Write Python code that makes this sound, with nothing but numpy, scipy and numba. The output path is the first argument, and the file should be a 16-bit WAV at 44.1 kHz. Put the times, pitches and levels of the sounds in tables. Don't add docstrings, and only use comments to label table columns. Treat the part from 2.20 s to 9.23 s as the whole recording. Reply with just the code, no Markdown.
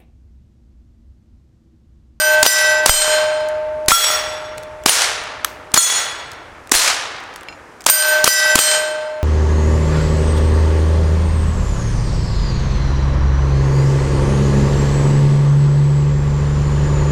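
import sys
import numpy as np
from scipy import signal
from scipy.fft import rfft, irfft, next_fast_len
from scipy.io import wavfile
from scipy.ndimage import map_coordinates
from numba import njit

SR = 44100
rng = np.random.default_rng(int(sys.argv[2]) if len(sys.argv) > 2 else 0)


def transcribe(u):
    v = np.clip(np.atleast_2d(u).T, -1, 1)
    q = np.round(v * 32767).astype(np.int16)
    wavfile.write(sys.argv[1], SR, q)


N = 310023


def amp(db):
    return 10 ** (np.asarray(db) / 20)


def clock(seconds):
    return np.arange(int(seconds * SR)) / SR


def add(track, s, sound):
    start = round(s * SR)
    part = sound[max(-start, 0):max(N - start, 0)]
    track[max(start, 0):][:len(part)] += part


def noise(colour, size):
    hz, db = np.transpose(colour)
    m = next_fast_len(size)
    gains = amp(np.interp(np.log(np.fft.rfftfreq(m, 1 / SR) + 1), np.log(hz), db))
    x = irfft(rfft(rng.standard_normal(m)) * gains, m)[:size]
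    return x / x.std()


def wobble(t, rate):
    return map_coordinates(rng.standard_normal(size=4096), [t * rate], order=2, mode="mirror")


def burst(colour, t, t60, hold=0):
    return noise(colour, len(t)) * amp(-60 * np.maximum(t - hold, 0) / t60)


def ring(tones, t):
    return sum(amp(db - 60 * t / t60) * np.sin(2 * np.pi * hz * t) for hz, t60, db in tones)


# f/Hz, level/dB
CLICK_COLOUR = [(200, -10), (1500, -5), (4000, -9), (8000, -6.5), (13000, -21.5), (16000, -17.5)]
BLAST_COLOUR = [(30, -4.5), (90, -4), (170, -16.5), (250, 5.5), (400, -10), (900, 1.5), (2500, -8),
                (6500, -0.5), (10000, -4.5), (16000, -37.5)]
BRUSH_COLOUR = [(60, -14), (300, 7.5), (900, 6.5), (2500, 6.5), (6500, 4), (10000, -3.5), (16000, -6.5)]
SLIDE_COLOUR = [(50, -30), (300, -16), (900, 5.5), (3000, 5), (7000, -15.5), (11000, -40), (16000, -30.5)]
# t/s, blast level/dB, echo level/dB, plate aimed at, spot struck (0-2), hit level/dB
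SHOTS = [(-.165, -7.5, 6, "square", 0, -7.5), (0.2288, 2, 5, "square", 1, -1),
         (.660, 3.5, 8, "square", 2, -2.5), (1.6836, -4, 6, "diamond", 0, -2.5),
         (2.660, -2, 5, "small", 0, -0.5), (3.541, -3.5, 4.5, "diamond", 1, -1.5),
         (4.5175, -2, 4.5, "small", 1, -6), (5.6641, -1.5, 5.5, "square", 0, -11.5),
         (6.0423, -1, 3.5, "square", 1, -1.5), (6.3552, -2, 1, "square", 2, -10.5)]


def pistol(blast_db=13, ground_db=9, brush_db=-7, forest_db=-5, striker_db=-18):
    out, t = np.zeros(N), clock(0.5)
    for s, db, echo_db, *_ in SHOTS:
        add(out, s - 0.0024, amp(striker_db) * burst(CLICK_COLOUR, t, t60=0.03))
        add(out, s, amp(db + blast_db) * burst(BLAST_COLOUR, t, t60=0.013, hold=0.0017))
        add(out, s + 0.0027, amp(db + ground_db) * burst(BLAST_COLOUR, t, t60=0.013, hold=0.00074))
        add(out, s + 0.003, amp(db + brush_db) * burst(BRUSH_COLOUR, t, t60=0.31))
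        for delay in (0.0228, 0.0252):
            add(out, s + delay, burst(SLIDE_COLOUR, t, t60=0.016))
        add(out, s, amp(echo_db + forest_db) * forest(clock(3)))
    return out


# f/Hz, level/dB
FOREST_COLOUR = [(60, -36), (260, -25), (450, -6), (800, -1.5), (1400, 2.5), (3000, 2), (6500, 7),
                 (10000, 4), (16000, -7)]
# t/s after the shot, level/dB above the other echoes
THICK_TRUNKS = [(.132, 3.5), (.159, 10), (0.183, 6), (0.32, 2)]


def forest(t, rise_s=0.019, thinning_s=0.076, tree_line_s=0.19, slap_s=0.00396, air_db_per_khz_s=9.5):
    hz, when, spectrum = signal.stft(noise(FOREST_COLOUR, len(t)), SR, nperseg=256)
    air_loss = amp(-air_db_per_khz_s * hz[:, None] / 1000 * when)
    echoes = signal.istft(spectrum * air_loss, SR, nperseg=256)[1][:len(t)]
    swell = 1 - np.exp(-t / rise_s)
    fade = (1 + (t / thinning_s) ** 6) ** (-0.94 / 6)
    bumps_db = wobble(t, rate=300) + np.exp(-((t - tree_line_s) / 0.049) ** 2)
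    for delay, db in THICK_TRUNKS:
        bumps_db += db * (t > delay) * np.exp(-np.abs(t - delay) / slap_s)
    return echoes * swell * fade * amp(bumps_db)


SQUARE_HZ = [614.5, 890.0, 1220.0, 1545.0, 1571.5, 1954.5, 2630.0, 3093.5, 3780.0, 4173.0, 4891.0, 4977.0,
             5322.0, 5926.5, 5981.0, 6815.5, 7178.0, 7259.5, 7370.0, 8348.0, 8688.0, 8724.0, 9375.0, 9917.0,
             10338.0, 11063.0, 12180.0, 12902.0, 13335.0, 13558.0, 14906.0, 15520.0]
DIAMOND_HZ = [1180.0, 1359.5, 1362.0, 1951.0, 3343.0, 3387.0, 3459.0, 3772.0, 4238.0, 5586.0, 5605.0,
              6221.0, 6512.0, 6925.0, 7006.0, 7922.0, 8429.0, 8721.0, 10022.0, 10997.0, 11078.0, 12350.0,
              14812.0, 15499.0]
SMALL_HZ = [3000, 4180, 9525, 9540]
# fade t60/s, then level/dB for each spot struck
SQUARE_RING = [(5.09, -5, -22, -11), (6.54, -16.5, -47.5, -28.5), (0.0054, 21, 24, 27),
               (1.43, 7, -3, -13.5), (1.31, -6, -12, -10), (1.06, -4, -3.5, -18.5),
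               (1.56, -11, -17.5, -29.5), (0.8, 0, -11, -1), (0.89, -39, -12.5, -39), (0.86, -6, -16, -5.5),
               (0.54, 7, -1.5, -11.5), (0.79, -9, -9.5, -10.5), (0.8, -14, -8.5, -13), (0.58, 6, 2, -5.5),
               (.38, -16, -9, -5), (0.71, 0, -27, -3.5), (.55, -21, -25, -6), (0.71, -9, -3.5, -14),
               (0.59, -23, -17, -3.5), (.52, 3.5, -13.5, 8.5), (.39, 20, 0, -2.5), (0.65, -13, -17, -6),
               (0.6, -2, -25, -8), (0.36, 4, -12.5, -19.5), (0.66, -17.5, -10.5, -18),
               (0.5, -0.5, -15, -14), (0.52, -4.5, -7.5, -26), (.5, -19.5, -20.5, -7.5),
               (0.3, 10.5, -21, -28), (.44, 14, -12.5, -9), (.43, -25.5, -16.5, -6.5), (0.25, 7, -8, -26.5)]
DIAMOND_RING = [(0.0048, 27, 17), (2.04, -25.5, -30), (0.24, 10, -5.5), (1.02, -17.5, -19), (0.64, -1, -9),
                (0.79, -9.5, -7), (1.11, -15, -26), (0.4, -20, -11), (0.65, -13.5, -7.5), (0.78, -3.5, -17),
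                (0.64, -13, -13.5), (0.37, -24.5, 0.5), (0.71, -8, -10.5), (0.5, -11, 2.5), (.6, -10, -23),
                (0.71, -7, -13.5), (0.43, -7, -1.5), (.55, -7, -5), (0.52, -11.5, -13.5), (0.48, -20.5, -6),
                (0.63, -9.5, -23), (0.46, -3, -7.5), (0.41, -6, -14), (0.46, -10, -19)]
SMALL_RING = [(0.0031, 20.5, 6), (0.32, -14, -3.5), (0.09, 5.5, 8.5), (0.69, -19, -18)]
# f/Hz, level/dB
SLAP_COLOUR = [(30, -32.5), (250, -44), (600, 2.5), (1200, -7.5), (2200, -3.5), (8000, -13), (16000, -13)]
FLIGHT_S = 0.0344
SWING_S, SWING_DB = 0.57, 4.5


def plate(name, pitches, rings, level_db, echo_db, slap_db, shimmer_db, flutter_db, sway_db=2.3):
    hits = [(s + FLIGHT_S, spot, db) for s, _, _, aim, spot, db in SHOTS if aim == name]
    out, time, t = np.zeros(N), np.arange(N) / SR, clock(0.5)
    slow = time[::16]
    for hz, (t60, *spot_db) in zip(pitches, rings):
        beaming = min(hz / 4200, 1) ** 2
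        energy = np.zeros(len(slow))
        for s, spot, db in hits:
            age = np.maximum(slow - s, 0)
            turned_db = beaming * SWING_DB * np.sin(np.pi * age / SWING_S) ** 2
            energy += (slow > s) * amp(db + spot_db[spot] - turned_db - 60 * age / t60) ** 2
        sway = amp(sway_db * beaming * wobble(slow, rate=22))
        flutter = 1 + beaming * amp(flutter_db) * wobble(slow, rate=70)
        loudness = amp(level_db) * np.sqrt(energy) * sway * flutter
        out += np.interp(time, slow, loudness) * np.sin(2 * np.pi * hz * time)
    add(out, 0.185, amp(echo_db) * out * np.minimum(time / 0.0085, 1))
    for s, _, db in hits:
        add(out, s, amp(db + slap_db) * burst(SLAP_COLOUR, t, t60=0.014, hold=0.0005))
        add(out, s, amp(db + shimmer_db) * shimmer(t))
    return out


def shimmer(t, low_hz=3500, high_hz=14500, t60=0.13, tilt_db=-6, count=80):
    tones = [(low_hz + height * (high_hz - low_hz), t60, tilt_db * height - 10 * weakness)
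             for height, weakness in rng.uniform(size=(count, 2))]
    return ring(tones, t)


# f/Hz, level/dB
RUSTLE_COLOUR = [(20, -20.5), (85, -5), (170, -8.5), (300, 2), (900, -7.5), (1800, -6.5), (3500, -21.5),
                 (6000, -20.5), (10000, -28), (16000, -43)]
RUMBLE_COLOUR = [(20, -15), (45, 5), (85, 6.5), (170, -3.5), (400, -43.5), (16000, -97)]
# t/s, level/dB
RUMBLE_LEVEL = [(0, -46.5), (1.2, -48), (2.3, -46), (3.3, -49.5), (5.2, -52.5), (7, -60)]


def breeze(rustle_db=-45, gust_db=-2.5):
    time = np.arange(N) / SR
    rumble_db = np.interp(time, *np.transpose(RUMBLE_LEVEL)) + gust_db * wobble(time, rate=62)
    return amp(rustle_db) * noise(RUSTLE_COLOUR, N) + amp(rumble_db) * noise(RUMBLE_COLOUR, N)


# t/s, level/dB
HAND_CLICKS = [(1.287, -26.5), (2.381, -24.5), (2.434, -32), (4.1172, -28), (5.1605, -25), (5.6074, -31.5)]


def handling(boost_db=3.5, echo_db=-24, fidget_count=30):
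    out, t = np.zeros(N), clock(0.5)
    for s, db in HAND_CLICKS:
        click = burst(CLICK_COLOUR, t, t60=0.0099)
        echo = amp(echo_db) * burst(CLICK_COLOUR, t, t60=0.18)
        add(out, s, amp(db + boost_db) * (click + echo))
    trigger_ticks = [(s - 0.023, -31) for s, *_ in SHOTS]  # t/s, level/dB
    fidgets = [(rng.uniform(0, N / SR), rng.normal(-38, 4)) for _ in range(fidget_count)]
    for s, db in trigger_ticks + fidgets:
        add(out, s, amp(db + boost_db) * burst(CLICK_COLOUR, t, t60=0.0094))
    return out


# t/s, level/dB
THUMPS = [(0.6946, 6.5), (1.721, -10), (3.575, -33.5), (4.552, -18)]


def microphone_thumps(swing_hz=13, swing_t60=0.3, push_t60=0.036):
    out, t = np.zeros(N), clock(0.5)
    for s, db in THUMPS:
        push = amp(-60 * t / push_t60) * (1 - np.exp(-t / 0.0017))
        swing = ring([(swing_hz, swing_t60, 0)], t)
        add(out, s, amp(db) * (3.6 * push - 0.5 * swing))
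    return out


# t/s, level/dB
KNOCKS = [(3.2465, -9)]
# f/Hz, level/dB
KNOCK_COLOUR = [(100, -42), (700, -36), (1200, -1.5), (2200, -6.5), (6000, -9), (11000, -12.5),
                (16000, -16)]
# f/Hz, fade t60/s, level/dB
KNOCK_TONES = [(1300, 0.036, -8), (5900, 0.033, -40), (12300, 0.18, -28)]


def knock():
    out, t = np.zeros(N), clock(0.5)
    for s, db in KNOCKS:
        crack = amp(2) * burst(KNOCK_COLOUR, t, t60=0.0027, hold=0.0029)
        echo = amp(-24.5) * burst(BRUSH_COLOUR, t, t60=0.38)
        add(out, s, amp(db) * (crack + ring(KNOCK_TONES, t) + echo))
    return out


# t/s, level/dB
CASE_HITS = [(5.2858, -27), (5.326, -36)]
# f/Hz, fade t60/s, level/dB
BRASS_TONES = [(2340, 0.012, 9), (2730, 0.096, -4), (4151, 0.073, -8), (5080, 0.076, -8), (6970, .3, -21)]


def spent_case():
    out, t = np.zeros(N), clock(0.5)
    for s, db in CASE_HITS:
        add(out, s, amp(db) * (ring(BRASS_TONES, t) + 0.5 * burst(SLIDE_COLOUR, t, t60=0.03)))
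    return out


def scene():
    steel = plate("square", SQUARE_HZ, SQUARE_RING,
                  level_db=3, echo_db=-31.5, slap_db=22, shimmer_db=-3, flutter_db=-10.5)
    steel += plate("diamond", DIAMOND_HZ, DIAMOND_RING,
                   level_db=3.5, echo_db=-29.5, slap_db=10.5, shimmer_db=-27.5, flutter_db=-6.5)
    steel += plate("small", SMALL_HZ, SMALL_RING,
                   level_db=1.5, echo_db=-42.5, slap_db=9, shimmer_db=-22, flutter_db=-10.5)
    return (pistol() + steel + microphone_thumps() + handling() + spent_case() + knock() + breeze())[None]


@njit
def turn_down(over_db, attack_s, release_db_per_s, cut_db):
    out = np.zeros(len(over_db))
    for i in range(len(over_db)):
        rise_db = max(over_db[i] - cut_db, 0.0) / (attack_s * SR)
        cut_db = max(cut_db + rise_db - release_db_per_s / SR, 0.0)
        out[i] = cut_db
    return out


def record(dry, limit_db=-6.5, ceiling=0.82, top_hz=16100):
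    over_db = 20 * np.log10(np.abs(dry[0]) + 1e-9) - limit_db
    cut_db = turn_down(over_db, attack_s=0.0018, release_db_per_s=100, cut_db=12.0)
    clipped = np.clip(dry[0] * amp(-cut_db), -ceiling, ceiling)
    m = next_fast_len(N + SR)
    low_pass = 1 / (1 + (np.fft.rfftfreq(m, 1 / SR) / top_hz) ** 200)
    return irfft(rfft(clipped, m) * low_pass, m)[None, :N]


dry = scene()
out = record(dry)
transcribe(out)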